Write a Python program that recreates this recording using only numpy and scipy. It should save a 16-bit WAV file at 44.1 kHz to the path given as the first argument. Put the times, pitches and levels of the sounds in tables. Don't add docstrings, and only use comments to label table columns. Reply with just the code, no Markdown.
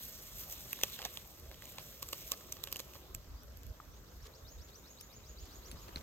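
import sys
import numpy as np
from scipy import signal
from scipy.fft import rfft, irfft, next_fast_len
from scipy.io import wavfile
from scipy.ndimage import uniform_filter1d

SR = 44100
rng = np.random.default_rng(int(sys.argv[2]) if len(sys.argv) > 2 else 0)


def pcm_store(signal):
    levels = np.round(np.clip(np.atleast_2d(signal), -1, 1) * 32767)
    wavfile.write(sys.argv[1], SR, levels.astype(np.int16).T)


N = 265614
TIME = np.arange(N) / SR

# [t/s, sliding powder level/dB, rubbed film level/dB]
HAND = [(0.0, -55, -65.5), (0.34, -56, -69), (0.57, -57, -63.5), (0.94, -52.5, -57.5), (1.02, -59.5, -60),
        (1.15, -55, -61.5), (1.25, -61, -72), (1.43, -65.5, -75), (1.6, -67, -68), (1.69, -58, -65),
        (1.81, -59, -66), (2.02, -61, -72), (2.19, -55, -61), (2.49, -62, -70.5), (2.66, -64.5, -68),
        (2.98, -66, -84), (3.2, -74, -88)]
LET_GO_S, GONE_S = 2.9, 3.3
# [peak t/s, length/s, level/dB]
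SPURTS = [(.03, 0.25, -53), (.27, 0.091, -58), (.41, 0.19, -50), (.52, 0.15, -49.5), (.6, .09, -55),
          (.72, 0.11, -54), (1.38, 0.091, -65), (1.87, 0.25, -61.5), (2.21, .12, -57.5), (2.29, 0.1, -53),
          (2.97, 0.18, -63)]
# [f/Hz, density/dB per Hz]
POUR_COLOUR = [(1500, -14), (2400, -11.5), (3700, -3), (4800, -7), (6300, 2), (7500, -3.5), (9300, -6),
               (10700, -3.5), (12000, 4), (14500, 0), (16000, -12)]
# [f/Hz, density/dB per Hz]
RUB_COLOUR = [(700, -33), (1200, -22), (1700, -13), (2300, -6.5), (2850, -4), (3600, 1), (4600, -12),
              (6500, -16), (9000, -15), (16000, -42)]
# [f/Hz, correlation/-1..1]
NEAR_LIKENESS = [(100, 0.98), (1500, 1), (3000, 0.49), (7000, 0.86), (10000, 1), (16000, 1)]
# [f/Hz, correlation/-1..1]
YARD_LIKENESS = [(50, 0.97), (200, 0.78), (600, 0.72), (1500, 0.2), (4000, 0.13), (16000, 0.83)]
# [f/Hz, t60/s, level/dB]
POT_MODES = [(567, 0.056, -45), (1140, 0.04, -40.5), (1264, 0.037, -42), (3040, 0.061, -57)]
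# [t/s, level/dB]
SIMMER_LEVEL = [(0.0, -64.5), (0.48, -64.5), (0.67, -63), (1.34, -65.5), (2.9, -64), (3.4, -66.5),
                (5.25, -65.5), (6.02, -61)]
# [f/Hz, density/dB per Hz]
SIMMER_COLOUR = [(60, -1.5), (130, 4.5), (250, -2), (400, -0.5), (560, 0), (800, -9), (1200, -5.5),
                 (1600, -12), (2400, -13.5), (5000, -14.5), (9500, -35), (16000, -37)]
# [t/s, f/Hz, peak level/dB, t60/s]
BUBBLE_BURSTS = [(1.002, 788, -41.5, 0.024), (1.0555, 730, -38.5, 0.038), (3.8011, 1220, -38, 0.017)]
RUMBLE_DB, RUMBLE_WAVER_DB = -60.7, 2.7
# [f/Hz, density/dB per Hz]
WIND_COLOUR = [(25, -44), (36, -8.5), (56, 0.5), (80, -6.5), (120, -12), (200, -22.5), (400, -38),
               (1000, -81)]
# [peak t/s, length/s, level/dB]
GUSTS = [(0.36, 0.093, -54), (0.58, 0.092, -54), (1.49, 0.21, -53), (3.15, 0.24, -56), (3.33, 0.15, -44.5),
         (3.52, 0.33, -50), (3.685, .11, -38.5), (3.91, 0.19, -51), (4.2, 0.29, -50), (4.46, 0.098, -47),
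         (4.59, 0.13, -46), (5.3, 0.11, -51), (5.42, 0.15, -47.5), (5.59, .1, -51), (5.76, 0.27, -51),
         (5.97, 0.14, -48.5)]
# [f/Hz, density/dB per Hz]
GUST_COLOUR = [(22, -38), (36, -4.5), (52, 2.5), (80, -5.5), (130, -27.5), (300, -61)]
# [t/s, crack level/dB, brightness/dB per octave,
#                    facet f/Hz, facet peak level/dB, air puff peak level/dB]
SNAPS = [(0.7299, -48, 4.5, 12800, -23.5, -66), (0.731, -54, 0, 2630, -27.5, -66),
         (0.79, -57.5, -4.5, 1600, -44, -62), (0.8128, -48, -1.5, 2100, -36, -66),
         (0.8347, -36, -0.5, 3410, -18.5, -59), (0.8343, -42, 5, 12600, -19.5, -64),
         (0.835, -41, -2, 2700, -21.5, -64), (0.8353, -44, -1.5, 5800, -17.5, -66),
         (0.8378, -46, -2, 1910, -30, -59), (0.8422, -57, 5, 13000, -34, -60),
         (0.99, -48.5, -3.5, 1550, -34, -55), (1.0178, -49.5, -2.5, 3340, -33, -56),
         (1.026, -53, -5, 2900, -39, -56), (1.041, -55, -4, 3000, -42, -58),
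         (1.0509, -40, -0.5, 6140, -28, -53), (1.0536, -48, -2, 1750, -33, -56),
         (1.059, -49.5, -3, 700, -40, -54), (1.1723, -47, -2, 3420, -30.5, -60),
         (1.3975, -63, 6, 7600, -49, -70), (1.514, -56.5, -4.5, 2100, -44, -68),
         (1.543, -61, -2, 3200, -47, -65), (1.6222, -55.5, -2.5, 1980, -40, -64),
         (1.641, -59, 1, 6300, -48, -68), (1.6544, -55, 0.5, 6540, -41, -66),
         (1.7835, -48.5, -4, 3770, -35, -55), (2.0235, -52, 1.5, 7500, -42, -58),
         (2.027, -43, 1.5, 11500, -28, -44), (2.0876, -51, 1.5, 7540, -36, -52),
         (2.127, -51, 4.5, 12500, -36, -62), (2.1304, -41, -.5, 2880, -29.5, -43.5),
         (2.318, -35, 2.3, 7300, -22, -41), (2.409, -61, -4, 1400, -47, -60),
         (2.5226, -47, 3, 7600, -32.5, -59), (2.5242, -50, 2, 6220, -27.5, -63),
         (2.568, -57, -1, 3020, -46, -62), (2.638, -42, 2.5, 3850, -29.5, -53.5),
         (2.673, -48.5, -2, 2885, -37.5, -50), (2.6855, -60, -2, 3200, -44, -62),
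         (2.717, -55, 3, 12500, -43, -68), (2.726, -41.5, 2.5, 13070, -28, -46),
         (2.7593, -46, -0.5, 2930, -31, -52), (2.7673, -50.5, 4.5, 7500, -40, -60),
         (2.7913, -54, 2, 6500, -42, -60), (2.7948, -46.5, 0.5, 3300, -41, -54),
         (2.8012, -45.5, 2, 1150, -40, -47), (2.936, -58, -1, 3000, -46, -64),
         (2.954, -60, -3, 1200, -43, -52), (3.148, -47.5, 4.5, 7650, -31, -62),
         (3.4334, -68, 2, 13000, -49, -74), (3.5719, -63.5, 4.5, 13000, -47, -72),
         (3.6326, -63, 2, 7000, -50, -72), (3.6663, -64, 3, 12500, -48, -72)]
# [low f/Hz, high f/Hz, level/dB]
CRACK_BANDS = [(470, 1930, -8), (2430, 4540, .5), (5180, 7660, -0.5), (8360, 10900, -5),
               (11100, 14400, -0.6)]
TILT_PIVOT_HZ = 4400
LEAD_IN_S, LEAD_IN_DB = .003, -15.5
SETTLE_S, SETTLE_DB, SETTLE_LOSS_DB = .007, -17.5, -2.5
FACET_T60_S, FACET_LAG_S = 0.0077, .0003
PUFF_HZ, PUFF_T60_S = (540, 1163), 0.019
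SMALL_SNAPS_PER_S, SMALL_SNAP_DB = 15, 1
SNAP_PAN_DB = -1.5
# [peak t/s, length/s, level/dB]
CRUSH = [(1.0, 0.1, -55.5), (1.055, 0.056, -52), (1.795, 0.094, -55.5), (2.14, 0.048, -55),
         (2.332, 0.047, -53), (2.75, 0.11, -56), (2.956, 0.042, -57), (1.53, .06, -62), (1.64, .06, -61)]
# [f/Hz, density/dB per Hz]
CRUSH_COLOUR = [(300, -11), (700, -6), (1600, -10.5), (3000, -12), (5000, -4.5)]
# [t/s, length/s, from f/Hz, to f/Hz, level/dB]
OPENING_NOTES = [(3.352, .06, 4450, 5250, -66), (3.41, .036, 5600, 6200, -68),
                 (3.91, .036, 5550, 6100, -66.5), (3.946, .03, 6350, 6800, -65)]
# [top t/s, level/dB, pitch ratio to SWEEP, length ratio to SWEEP]
CHIRPS = [(4.125, -64.5, .97, 1.1), (4.257, -61, 1.02, 0.95), (4.386, -58.5, 1, 0.91),
          (4.522, -55, 1, 1.07), (4.655, -56.5, 1.01, 1.08), (4.786, -56, 1, 1.05),
          (4.912, -55.5, .99, 1.02), (5.04, -54, 1.01, 1), (5.169, -55, 1.01, 1.02), (5.3, -55, 1, 1),
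          (5.429, -55, 1.04, 0.96), (5.565, -54.5, 1.01, 1.07), (5.695, -55.5, 1.05, 1.1),
          (5.828, -58, 1, 1.05)]
# [t from top/s, f/Hz, level/dB]
SWEEP = [(-.074, 3600, -8), (-.060, 3850, -4), (-.044, 4580, -2), (-.033, 5420, -1.5), (-.024, 6340, -2.5),
         (-.016, 6560, -4), (-.007, 6680, 0), (0, 7020, -.5), (.006, 6600, -6)]
SWEEP_WOBBLE_HZ, SWEEP_WOBBLE_DB = 50, 1.3
NEAR_ECHO_T60_S, NEAR_ECHO_DB, BIRD_DIRECT_DB = .06, -.3, -3.7
# [t/s, level/dB, brightness/dB per octave]
TWIGS = [(4.2688, -60, -2), (4.7, -64, -5), (5.0095, -54, 3), (5.012, -61, 3), (5.455, -64, 2),
         (5.714, -51.5, -.5), (5.72, -60, -3), (5.882, -62, -8), (5.8907, -65.5, -9), (5.9595, -54, -5),
         (5.9708, -63.5, -10), (6.0105, -62, -4)]
# [peak t/s, length/s, level/dB]
SCUFFS = [(4.255, 0.071, -59), (4.69, .045, -61), (5.48, .32, -63.5), (5.68, .035, -60), (5.885, .05, -61),
          (5.975, .07, -58)]
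# [f/Hz, density/dB per Hz]
SCUFF_COLOUR = [(700, -4), (1200, -6), (2200, -7), (3700, -2), (5500, -5), (8000, -16), (14000, -21)]
# [t/s, f/Hz, peak level/dB, t60/s]
STEPS = [(5.729, 230, -41.5, 0.03), (5.7425, 85, -38, 0.06), (5.88, 800, -43, .016),
         (5.89, 400, -41, 0.024), (5.9592, 4110, -30, 0.014), (5.9594, 2020, -48, .014),
         (5.9605, 620, -38, .014), (5.9612, 262, -30, 0.011), (5.973, 90, -39, .05)]
FOOT_LAG_S = .00047
# [f/Hz, left lead/rad]
PORT_PHASE = [(50, 0), (400, .25), (1000, .85), (2000, .05), (2600, .6), (4100, 2.9), (5600, 3.6),
              (7300, 6.3), (8100, 5.8), (9200, 3.3), (10900, 3), (12500, .1), (15000, -.3), (16000, -2.5)]
# [f/Hz, left minus right/dB]
PORT_BALANCE = [(60, -0.4), (110, -2), (200, -1), (380, 0.0), (700, -0.7), (1290, 2), (2380, 0),
                (4400, -3.5), (8120, 0), (15000, 0)]
# [f/Hz, gain/dB]
MIC_COLOUR = [(5700, 0), (8900, .5), (9600, -6.5), (10400, -7), (11000, -1), (12100, 0.5), (13500, 0.5),
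              (15500, 0.5)]
CUTOFF_HZ = 16100


def from_db(db):
    return 10 ** (np.asarray(db) / 20)


def rms_one(x):
    return x / np.sqrt(np.mean(x ** 2) + 1e-20)


def level(rows):
    return from_db(np.interp(TIME, *np.transpose(rows)))


def swells(rows):
    total = 0
    for s, length_s, db in rows:
        phase = np.pi * np.clip((TIME - s) / length_s, -.5, .5)
        total = total + from_db(db) * np.cos(phase) ** 2
    return total


def at_hz(points, hz):
    table = np.array(points)
    return np.interp(np.log(hz + 1e-6), np.log(table[:, 0]), table[:, 1])


def band(x, low_hz, high_hz):
    sos = signal.butter(2, [low_hz, min(high_hz, .45 * SR)], "band", fs=SR, output="sos")
    return signal.sosfilt(sos, x + 1e-18)


def add(out, s, sound):
    i = max(int(s * SR), 0)
    room = max(N - i, 0)
    out[..., i:i + sound.shape[-1]] += sound[..., :room]


def drift(rate_hz):
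    r = np.exp(-80 * np.pi * rate_hz / SR)
    noise = rng.standard_normal(N // 40 + 2002)
    slow = signal.lfilter([1], [1, -2 * r, r * r], noise)[2000:]
    return np.interp(np.arange(N) / 40, np.arange(len(slow)), rms_one(slow))


def ring(x, hz, t60_s):
    r = np.exp(-np.log(1000) / (t60_s * SR))
    w = 2 * np.pi * hz / SR
    return signal.lfilter([0, np.sin(w)], [1, -2 * r * np.cos(w), r * r], x + 1e-18)


def thuds(rows):
    out = np.zeros(N)
    for s, hz, db, t60_s in rows:
        add(out, s, from_db(db) * ring(signal.unit_impulse(SR // 10), hz, t60_s))
    return out


def grains(per_s, spread_db, smooth):
    born = rng.random((2, 1, N)) < per_s / SR
    sizes = from_db(spread_db * np.minimum(rng.exponential(1, (2, 1, N)), 4))
    impacts = rms_one(born * sizes * rng.standard_normal((2, 2, N)))
    return impacts + smooth * rng.standard_normal((2, 2, N))


def coloured(drive, colour, likeness, flicker_db):
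    out = 0
    edges_hz = 16500 / 2 ** (np.arange(30)[::-1] / 3)
    for k, (low, high) in enumerate(zip(edges_hz, edges_hz[1:])):
        if high < colour[0][0] or low > colour[-1][0]:
            continue
        hz = np.sqrt(low * high)
        mid, side = band(drive[k % 2], low, high)
        alike = np.clip(at_hz(likeness, hz), -1, 1)
        gain = from_db(at_hz(colour, hz) + flicker_db * drift(9.2))
        stereo = np.sqrt(1 + alike) * mid + np.sqrt(1 - alike) * side * [[1], [-1]]
        out = out + gain * stereo
    return rms_one(out)


def from_left(x, lag_s):
    return np.array([x, np.roll(x, round(lag_s * SR))])


def holding():
    return np.interp(TIME, [LET_GO_S, GONE_S], [1, 0])


def rub_level():
    return holding() * level(np.array(HAND)[:, [0, 2]])


def sliding_powder():
    flow = np.hypot(holding() * level(np.array(HAND)[:, [0, 1]]), swells(SPURTS))
    flow = flow * from_db(1.3 * drift(40))
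    sliding = grains(per_s=4500, spread_db=2.6, smooth=.55)
    return from_db(3.0) * flow * coloured(sliding, POUR_COLOUR, NEAR_LIKENESS, flicker_db=1.4)


def rubbed_film():
    wrinkles = grains(per_s=900, spread_db=2.2, smooth=.5)
    return from_db(1.5) * rub_level() * coloured(wrinkles, RUB_COLOUR, NEAR_LIKENESS, flicker_db=3.0)


def pot_hiss():
    hiss = coloured(rng.standard_normal((2, 2, N)), POUR_COLOUR, NEAR_LIKENESS, flicker_db=1.3)
    return from_db(-0.5) * level(SIMMER_LEVEL) * hiss


def broth():
    bubbling = grains(per_s=900, spread_db=2, smooth=1.2)
    simmer = coloured(bubbling, SIMMER_COLOUR, YARD_LIKENESS, flicker_db=2.5)
    return from_db(6) * level(SIMMER_LEVEL) * simmer + thuds(BUBBLE_BURSTS)


def insect_noise():
    rasp = grains(per_s=500, spread_db=1.5, smooth=.6)[0]
    return from_db(-73.5) * rms_one(band(rasp, 4960, 6800))


def turbulence(colour):
    air = coloured(rng.standard_normal((2, 2, N)), colour, YARD_LIKENESS, flicker_db=-0.4)
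    return air / np.sqrt(uniform_filter1d(np.mean(air ** 2, axis=0), size=3500))


def wind():
    calm = from_db(RUMBLE_DB + RUMBLE_WAVER_DB * drift(7.7))
    rumble = calm * turbulence(WIND_COLOUR)
    return rumble + from_db(-0.5) * swells(GUSTS) * turbulence(GUST_COLOUR)


def cracks(rows, t60_s, body_t60_s, rise_s, tail_db, tail_t60_s, scatter_db):
    out = np.zeros((2, N))
    t = np.arange(int(.06 * SR)) / SR
    ring_times_s = np.geomspace(body_t60_s, t60_s, len(CRACK_BANDS))
    packed = np.sqrt(.004 / .06)
    onset = 1 - np.exp(-(t / rise_s) ** 2)
    tail_decay = np.exp(-np.log(1000) * t / tail_t60_s)
    for s, db, tilt in rows:
        for (low, high, band_db), ring_s in zip(CRACK_BANDS, ring_times_s):
            octaves = np.log2(np.sqrt(low * high) / TILT_PIVOT_HZ)
            noise = onset * rng.standard_normal((4, len(t)))
            direct = noise[0] + from_db(scatter_db) * noise[1] * [[1], [-1]]
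            direct = direct * np.exp(-np.log(1000) * t / ring_s)
            tail = (noise[2] + noise[3] * [[.5], [-.5]]) * tail_decay
            snap = rms_one(band(direct, low, high))
            snap = snap + from_db(tail_db) * rms_one(band(tail, low, high))
            gain = from_db(db + band_db + tilt * octaves) * packed
            add(out, s - rise_s / 2, gain * snap)
    return out


def buckling(rows, count=3):
    rows = np.array(rows)
    gaps = rng.uniform(.5, 1.5, (len(rows), count + 1))
    lead_in = rows + [(-LEAD_IN_S * gap, LEAD_IN_DB, 0) for gap in gaps[:, 0]]
    delays_s = SETTLE_S * np.cumsum(gaps[:, 1:], axis=1)
    after = []
    for k in range(count):
        wrinkle_db = SETTLE_DB + SETTLE_LOSS_DB * k
        after.append(rows + [(delay, wrinkle_db, 0) for delay in delays_s[:, k]])
    return np.vstack([rows, lead_in, *after])


def scattered(per_s, start_s, end_s, spread_db, tilt_db):
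    count = int(per_s * (end_s - start_s))
    low = [start_s, -spread_db, tilt_db - 2]
    high = [end_s, spread_db, tilt_db + 2]
    return rng.uniform(low, high, (count, 3))


def facets(rows):
    foil = thuds([(s + FACET_LAG_S, hz, db, FACET_T60_S) for s, _, _, hz, db, _ in rows])
    puffs = thuds([(s, hz * rng.uniform(.94, 1.06), db, PUFF_T60_S)
                   for s, *_, db in rows for hz in PUFF_HZ])
    return foil + puffs


def snapping_creases():
    film = dict(t60_s=.005, body_t60_s=.014, rise_s=.0005,
                tail_db=-13, tail_t60_s=.04, scatter_db=-10)
    lesser_rows = scattered(SMALL_SNAPS_PER_S, SNAPS[0][0], GONE_S, spread_db=0.0, tilt_db=-2.0)
    lesser = from_db(SMALL_SNAP_DB) * rub_level() * cracks(lesser_rows, **film)
    main = cracks(buckling([row[:3] for row in SNAPS]), **film)
    pan = from_db(SNAP_PAN_DB * np.array([[.5], [-.5]]))
    return pan * (main + facets(SNAPS) + lesser)


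def crushed_corner():
    folds = grains(per_s=450, spread_db=2, smooth=.25)
    return swells(CRUSH) * coloured(folds, CRUSH_COLOUR, NEAR_LIKENESS, flicker_db=2.0)


def sachet():
    direct = sliding_powder() + rubbed_film() + snapping_creases() + crushed_corner()
    hollow = sum(from_db(db) * ring(direct, hz, t60_s) for hz, t60_s, db in POT_MODES)
    return direct + hollow


def glide(hz, db):
    tone = np.sin(2 * np.pi * np.cumsum(hz) / SR)
    return from_db(db) * signal.windows.tukey(len(hz), .2) * tone


def scatter(x, t60_s):
    t = np.arange(SR // 3) / SR
    echoes = rng.standard_normal((2, len(t))) * np.exp(-np.log(1000) * t / t60_s)
    return signal.fftconvolve(x[None], rms_one(echoes) / np.sqrt(len(t)), axes=1)[:, :N]


def bird(echo_t60_s=0.38, top_echo_db=-2, echo_db=-4.5):
    song = np.zeros(N)
    stage_s, stage_hz, swell_db = np.transpose(SWEEP)
    for s, length_s, from_hz, to_hz, db in OPENING_NOTES:
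        add(song, s, glide(np.linspace(from_hz, to_hz, int(length_s * SR)), db))
    for s, db, pitch, stretch in CHIRPS:
        bend, swell = rng.standard_normal((2, len(SWEEP)))
        t = np.arange(stage_s[0], stage_s[-1], 1 / (stretch * SR))
        hz = pitch * np.interp(t, stage_s, stage_hz + SWEEP_WOBBLE_HZ * bend)
        note_db = db + np.interp(t, stage_s, swell_db + SWEEP_WOBBLE_DB * swell)
        add(song, s + stretch * stage_s[0], glide(hz, note_db))
    song = song * from_db(3.2 * drift(150) - .5)
    direct = from_db(BIRD_DIRECT_DB) * from_left(song, .00017)
    near_echo = from_db(NEAR_ECHO_DB) * scatter(song, NEAR_ECHO_T60_S)
    echo = scatter(song, echo_t60_s)
    lingering = band(echo, 6450, 6900)
    yard = from_db(echo_db) * echo + from_db(top_echo_db) * lingering
    return from_db(-3.0) * (direct + near_echo + yard)


def foot():
    twigs = cracks(buckling(TWIGS), t60_s=.008, body_t60_s=.014, rise_s=.0006,
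                   tail_db=-12, tail_t60_s=.04, scatter_db=-9)
    grit = grains(per_s=700, spread_db=2.5, smooth=.4)
    scuffs = swells(SCUFFS) * coloured(grit, SCUFF_COLOUR, YARD_LIKENESS, flicker_db=2)
    return scuffs + from_left(twigs[0] + thuds(STEPS), FOOT_LAG_S)


def ports(near):
    size = next_fast_len(N + SR // 10)
    hz = np.arange(size // 2 + 1) * SR / size
    sides = np.array([[.5], [-.5]])
    phase = np.exp(1j * sides * at_hz(PORT_PHASE, hz))
    gain = from_db(sides * at_hz(PORT_BALANCE, hz) + at_hz(MIC_COLOUR, hz))
    return irfft(rfft(near, size) * phase * gain, size)[:, :N]


def scene():
    through_ports = sachet() + pot_hiss() + broth() + insect_noise() + wind()
    return ports(through_ports) + bird() + foot()


def record(dry):
    sos = signal.ellip(10, .3, 70, CUTOFF_HZ, fs=SR, output="sos")
    return signal.sosfilt(sos, dry)


dry = scene()
out = record(dry)
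pcm_store(out)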